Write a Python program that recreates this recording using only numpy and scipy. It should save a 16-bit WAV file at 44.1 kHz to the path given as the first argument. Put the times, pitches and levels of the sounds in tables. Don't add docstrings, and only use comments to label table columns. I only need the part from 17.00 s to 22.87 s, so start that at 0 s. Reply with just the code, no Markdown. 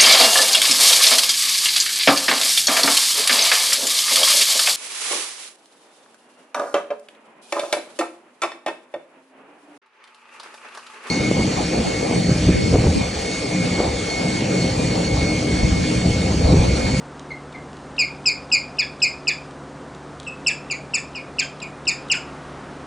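import sys
import numpy as np
from scipy import signal
from scipy.fft import rfft, irfft
from scipy.io import wavfile

SR = 44100
rng = np.random.default_rng(int(sys.argv[2]) if len(sys.argv) > 2 else 0)


def transcribe(u):
    v = np.clip(np.atleast_2d(u).T, -1, 1)
    q = np.round(v * 32767).astype(np.int16)
    wavfile.write(sys.argv[1], SR, q)


N = 258688


def amp(db):
    return 10 ** (np.asarray(db) / 20)


def unit(x):
    return x / np.sqrt(np.mean(x ** 2) + 1e-20)


def read(points, hz):
    f, value = np.transpose(points)
    return np.interp(np.log(hz + 1), np.log(f + 1), value)


def add(mix, start_s, sound):
    part = mix[round(start_s * SR):][:len(sound)]
    part += sound[:len(part)]


def filtered(x, colour):
    hz = np.fft.rfftfreq(len(x), 1 / SR)
    return irfft(rfft(x) * amp(read(colour, hz)), len(x))


def noise(colour):
    return unit(filtered(rng.standard_normal(N), colour))


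def drift(rate_hz):
    hz = np.fft.rfftfreq(N, 1 / SR)
    return unit(irfft(rfft(rng.standard_normal(N)) / (1 + (hz / rate_hz) ** 4), N))


def step(t, at_s, width_s):
    return .5 + .5 * np.tanh((t - at_s) / width_s)


def rush(level_db=-39.82, swell_db=0.34):
    # (frequency [Hz], level [dB per Hz])
    rush_colour = [(15, -45), (25, -31), (48, -5.5), (93, -8.5), (129, -4.5), (194, -1), (269, -1),
                   (321, -4), (519, -2.5), (574, -5), (635, -4), (1320, -9), (2490, -22), (9020, -30.5),
                   (10500, -41.5), (13600, -80), (22000, -120)]
    return amp(level_db + swell_db * drift(0.87)) * noise(rush_colour)


def far_rush():
    # (time [s], level [dB])
    far_level = [(0, -49.5), (1.501, -49.5), (2.703, -48), (4.502, -46), (5.0, -42), (5.45, -40),
                 (5.87, -42.5)]
    # (frequency [Hz], relative level [dB])
    far_colour = [(100, -14), (300, -2.5), (500, -11), (900, -8.5), (1210, -7.5), (1500, -11.5),
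                  (2500, -19.5), (8000, -36.5)]
    time_s, level_db = np.transpose(far_level)
    return amp(np.interp(np.arange(N) / SR, time_s, level_db)) * noise(far_colour)


def hum():
    # (mean frequency [Hz], mean level [dB rms], wander [Hz rms])
    partials = [(72.2, -53.5, 1.2), (145, -46, 0.98), (263.7, -50.5, 6.15), (288.2, -51.5, 1.73),
                (368, -52, 9.2), (520.7, -55, 3.99), (725, -59.5, 3.96)]
    out = np.zeros(N)
    for mean_hz, level_db, wander_hz in partials:
        level = np.sqrt(2) * amp(level_db + drift(5.9))
        hz = mean_hz + wander_hz * drift(5.06)
        out += level * np.sin(2 * np.pi * np.cumsum(hz) / SR)
    return out


def bedding(decay_s=0.0022):
    # (time [s], onset level [dB])
    ticks = [(.195, -35), (0.731, -41), (.769, -40.5), (2.510, -44), (2.948, -38), (3.2, -31.5),
             (3.231, -38)]
    # (frequency [Hz], relative level [dB])
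    tick_colour = [(1200, -27), (2500, -3), (3700, 6), (5200, -2), (7300, -0.5), (11000, -15)]
    out, burst = np.zeros(N), noise(tick_colour)
    t = np.arange(SR // 50) / SR
    for start_s, level_db in ticks:
        snap = burst[round(start_s * SR):][:len(t)] * np.exp(-t / decay_s)
        add(out, start_s, amp(level_db) * snap)
    return out


def chirp(row, tremor, flutter, breathy=0.25, onset_rough=0.27, thin_db=-21, slack_db=-6,
          fourth_db=-18, press_width_s=0.0011, release_width_s=0.0032, lag_s=0.0022,
          attack_s=0.0014, settle=2.6, arch_db=3.0):
    # (frequency [Hz], gain [dB])
    house = [(1400, 3.5), (2100, -1.5), (2300, -1.5), (2440, 2), (2550, -3), (2680, 9), (3000, 9.5),
             (4300, -2.5), (5100, 2.5), (6000, 10), (6800, 2.5), (7450, 0.5), (8300, -4), (9600, 5),
             (10400, -17)]
    # (end pitch [Hz], level [dB])
    drop_level = [(1400, -14.5), (1950, -13.5), (2130, -1.5), (2480, 11.5)]
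    start_s, press, release, press_hz, end_hz, middle_db, second_db, third_db = row
    effort_db = middle_db + 20

    start_hz = press_hz * (1 + 0.068 + .003 * effort_db + 5.97 * press)
    release_hz = press_hz - 457.5 * np.tanh((press_hz - end_hz) / 554)
    drop_s, drop_s_per_octave = 0.0022, .03
    end = release + drop_s + drop_s_per_octave * abs(np.log2(press_hz / end_hz))
    t = np.arange(int((end + 0.0065) * SR)) / SR
    now = slice(round(start_s * SR), round(start_s * SR) + len(t))

    lead = np.clip(t / press, 0, 1)
    bend = 1.65 * np.exp(0.134 * effort_db)
    glide = np.clip((t - press) / (release - press), 0, 1) ** bend
    drop = 1 - (1 - np.clip((t - release) / (end - release), 0, 1)) ** settle
    hz = start_hz + (press_hz - start_hz) * lead
    hz += (release_hz - press_hz) * glide + (end_hz - release_hz) * drop
    jitter, shimmer = .005, .04
    phase = 2 * np.pi * np.cumsum(hz * (1 + jitter * tremor[now])) / SR

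    pressed, slack = step(t, press, press_width_s), step(t, release, release_width_s)
    start_db = middle_db - 7.5 + 0.04 * effort_db
    drop_db = middle_db + read(drop_level, end_hz)
    level = amp(start_db + (middle_db - start_db) * pressed + (drop_db - middle_db) * slack)
    arch = np.sin(np.pi * np.clip(t / (release + press), 0, 1))
    level *= amp(arch_db * (arch - 1.03))
    level *= np.clip(t / attack_s, 0, 1) * (1 - step(t, end, 0.0062))

    rough = breathy * amp(-.7 * np.clip(effort_db, -11, 6))
    rough = rough + onset_rough * pressed * np.exp(-abs(t - press) / 0.011)
    squeeze_db = -2 * pressed * np.exp(-abs(t - press) / 0.014)
    voice = amp(read(house, hz) + squeeze_db) * np.sin(phase) * (1 + shimmer * flutter[now])
    for k, db in enumerate([second_db, third_db, third_db + fourth_db]):
        harmonic = k + 2
        opened = step(t, press + k * lag_s, press_width_s + k * lag_s / 2)
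        overtone_db = db + thin_db * (1 - opened) + slack_db * (2 * k + .5) * slack
        gain = amp(overtone_db + read(house, harmonic * hz))
        voice += gain * np.sin(harmonic * phase) * (1 + rough * flutter[now])
    return np.sqrt(2) * level * voice


def guinea_pig(rasp_lead_s=.017, rasp_s=0.0093):
    # (start [s], delay to press [s], delay to release [s], pressed pitch [Hz], end pitch [Hz],
    # nominal middle level [dB], second harmonic [dB], third harmonic [dB], rasp level [dB])
    chirps = [ (.303, 0.0033, 0.023, 2230, 1980, -29, -16.5, -36, -59),
              (.540, 0.0072, 0.028, 2250, 2000, -35.5, -23, -38, -48),
              (0.981, 0.0085, 0.042, 2540, 2150, -19, -2, -11, -45),
              (1.256, 0.0025, 0.038, 2594, 2158, -21, 4.5, -4, -49),
              (1.516, 0.0059, 0.039, 2546, 2140, -18, 1, -6, -47),
              (1.785, 0.004, 0.027, 2572, 1674, -19.5, 1, -11.5, -46),
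              (2.018, 0.0041, 0.033, 2565, 2108, -17.5, 0.5, -5.5, -42),
              (2.271, 0.0045, 0.026, 2545, 1713, -18, -1, -7.5, -58),
              (3.265, .006, 0.022, 2710, 2560, -33.5, -21, -8.5, -51),
              (3.463, 0.0058, 0.029, 2648, 1656, -20, -3, -1.5, -52),
              (3.7, 0.0084, 0.03, 2542, 1990, -25, -4.5, -6, -54),
              (3.936, 0.0045, .027, 2640, 1740, -22, -3.5, 0.5, -54),
              (4.148, 0.0058, 0.03, 2777, 2200, -33, -7, -17, -59),
              (4.385, 0.0064, 0.021, 2564, 1556, -19.5, 0, 0, -53),
              (4.616, 0.0034, 0.02, 2740, 2220, -33.5, -10, -7, -40.5),
              (4.869, 0.0068, 0.032, 2598, 1810, -21.5, 1.5, -1.5, -43),
              (5.099, .015, .031, 2596, 1409, -19, -1.5, 0, -45), ]
    # (frequency [Hz], relative level [dB])
    rasp_colour = [(1500, -30), (2800, -1), (3700, 10), (4600, 0.5), (6000, -10), (8000, -5), (11000, -25)]
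    out, tremor, flutter = np.zeros(N), drift(350), drift(516)
    air = noise(rasp_colour)
    puff = signal.windows.tukey(int(rasp_s * SR), .5)
    for *row, rasp_db in chirps:
        start_s = row[0]
        add(out, start_s, chirp(row, tremor, flutter))
        rasp = air[round(start_s * SR):][:len(puff)] * puff
        add(out, start_s - rasp_lead_s, amp(rasp_db) * rasp)
    return out


def room(x, taps_per_s=1200):
    # (delay [s], gain ahead of echo_colour)
    echoes = [(.00449, 0.14), (0.0095, 0.43), (0.0141, 0.15), (0.0155, .14), (0.0211, 0.37),
              (0.0252, 0.096), (0.026, 0.12), (.03302, 0.15), (0.0401, 0.12), (0.0582, 0.13)]
    # (frequency [Hz], gain [dB])
    echo_colour = [(2500, 3.5), (5000, -11.5), (7000, -16.5), (10000, -10.5)]
    # (frequency [Hz], t60 [s])
    tail_t60 = [(1500, 0.12), (2500, 0.33), (5000, 0.31), (10000, 0.15)]
    # (frequency [Hz], delay [s])
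    tail_delay = [(2500, 0.017), (5000, 0.013), (7400, 0.03)]
    # (frequency [Hz], tail level [dB])
    tail_colour = [(1600, -7.5), (2500, -4), (5000, -11), (7400, -14), (10000, -10.5)]
    draw, size = rng.random(SR // 2), rng.standard_normal(SR // 2)
    scatter = unit(np.sign(size) * (draw < taps_per_s / SR))
    hz, t, bands = signal.stft(scatter, SR, nperseg=256)
    shape = amp(-60 * t / read(tail_t60, hz)[:, None])
    shape *= step(t, read(tail_delay, hz)[:, None], 0.0017)
    energy = np.mean(shape ** 2, axis=1, keepdims=True) * SR / 2
    shape *= amp(read(tail_colour, hz))[:, None] / np.sqrt(energy)
    tail = signal.istft(bands * shape, SR, nperseg=256)[1]
    taps = np.zeros(len(tail))
    for delay_s, gain in echoes:
        taps[round(delay_s * SR)] += gain
    return signal.fftconvolve(x, filtered(taps, echo_colour) + tail)[:N]


def scene():
    # (frequency [Hz], side against middle [dB])
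    width = [(100, -49.5), (1000, -49), (2500, -47), (5000, -34.5), (7500, -34), (10000, -25.5)]
    near = guinea_pig() + bedding()
    middle = near + room(near) + rush() + far_rush() + hum()
    side = irfft(1j * rfft(middle) * amp(read(width, np.fft.rfftfreq(N, 1 / SR))), N)
    return np.array([middle + side, middle - side])


def record(dry, edge_hz=10450):
    lowpass = signal.firwin(161, edge_hz, window=("kaiser", 8), fs=SR)
    return signal.oaconvolve(dry, lowpass[None], "same")


dry = scene()
out = record(dry)
transcribe(out)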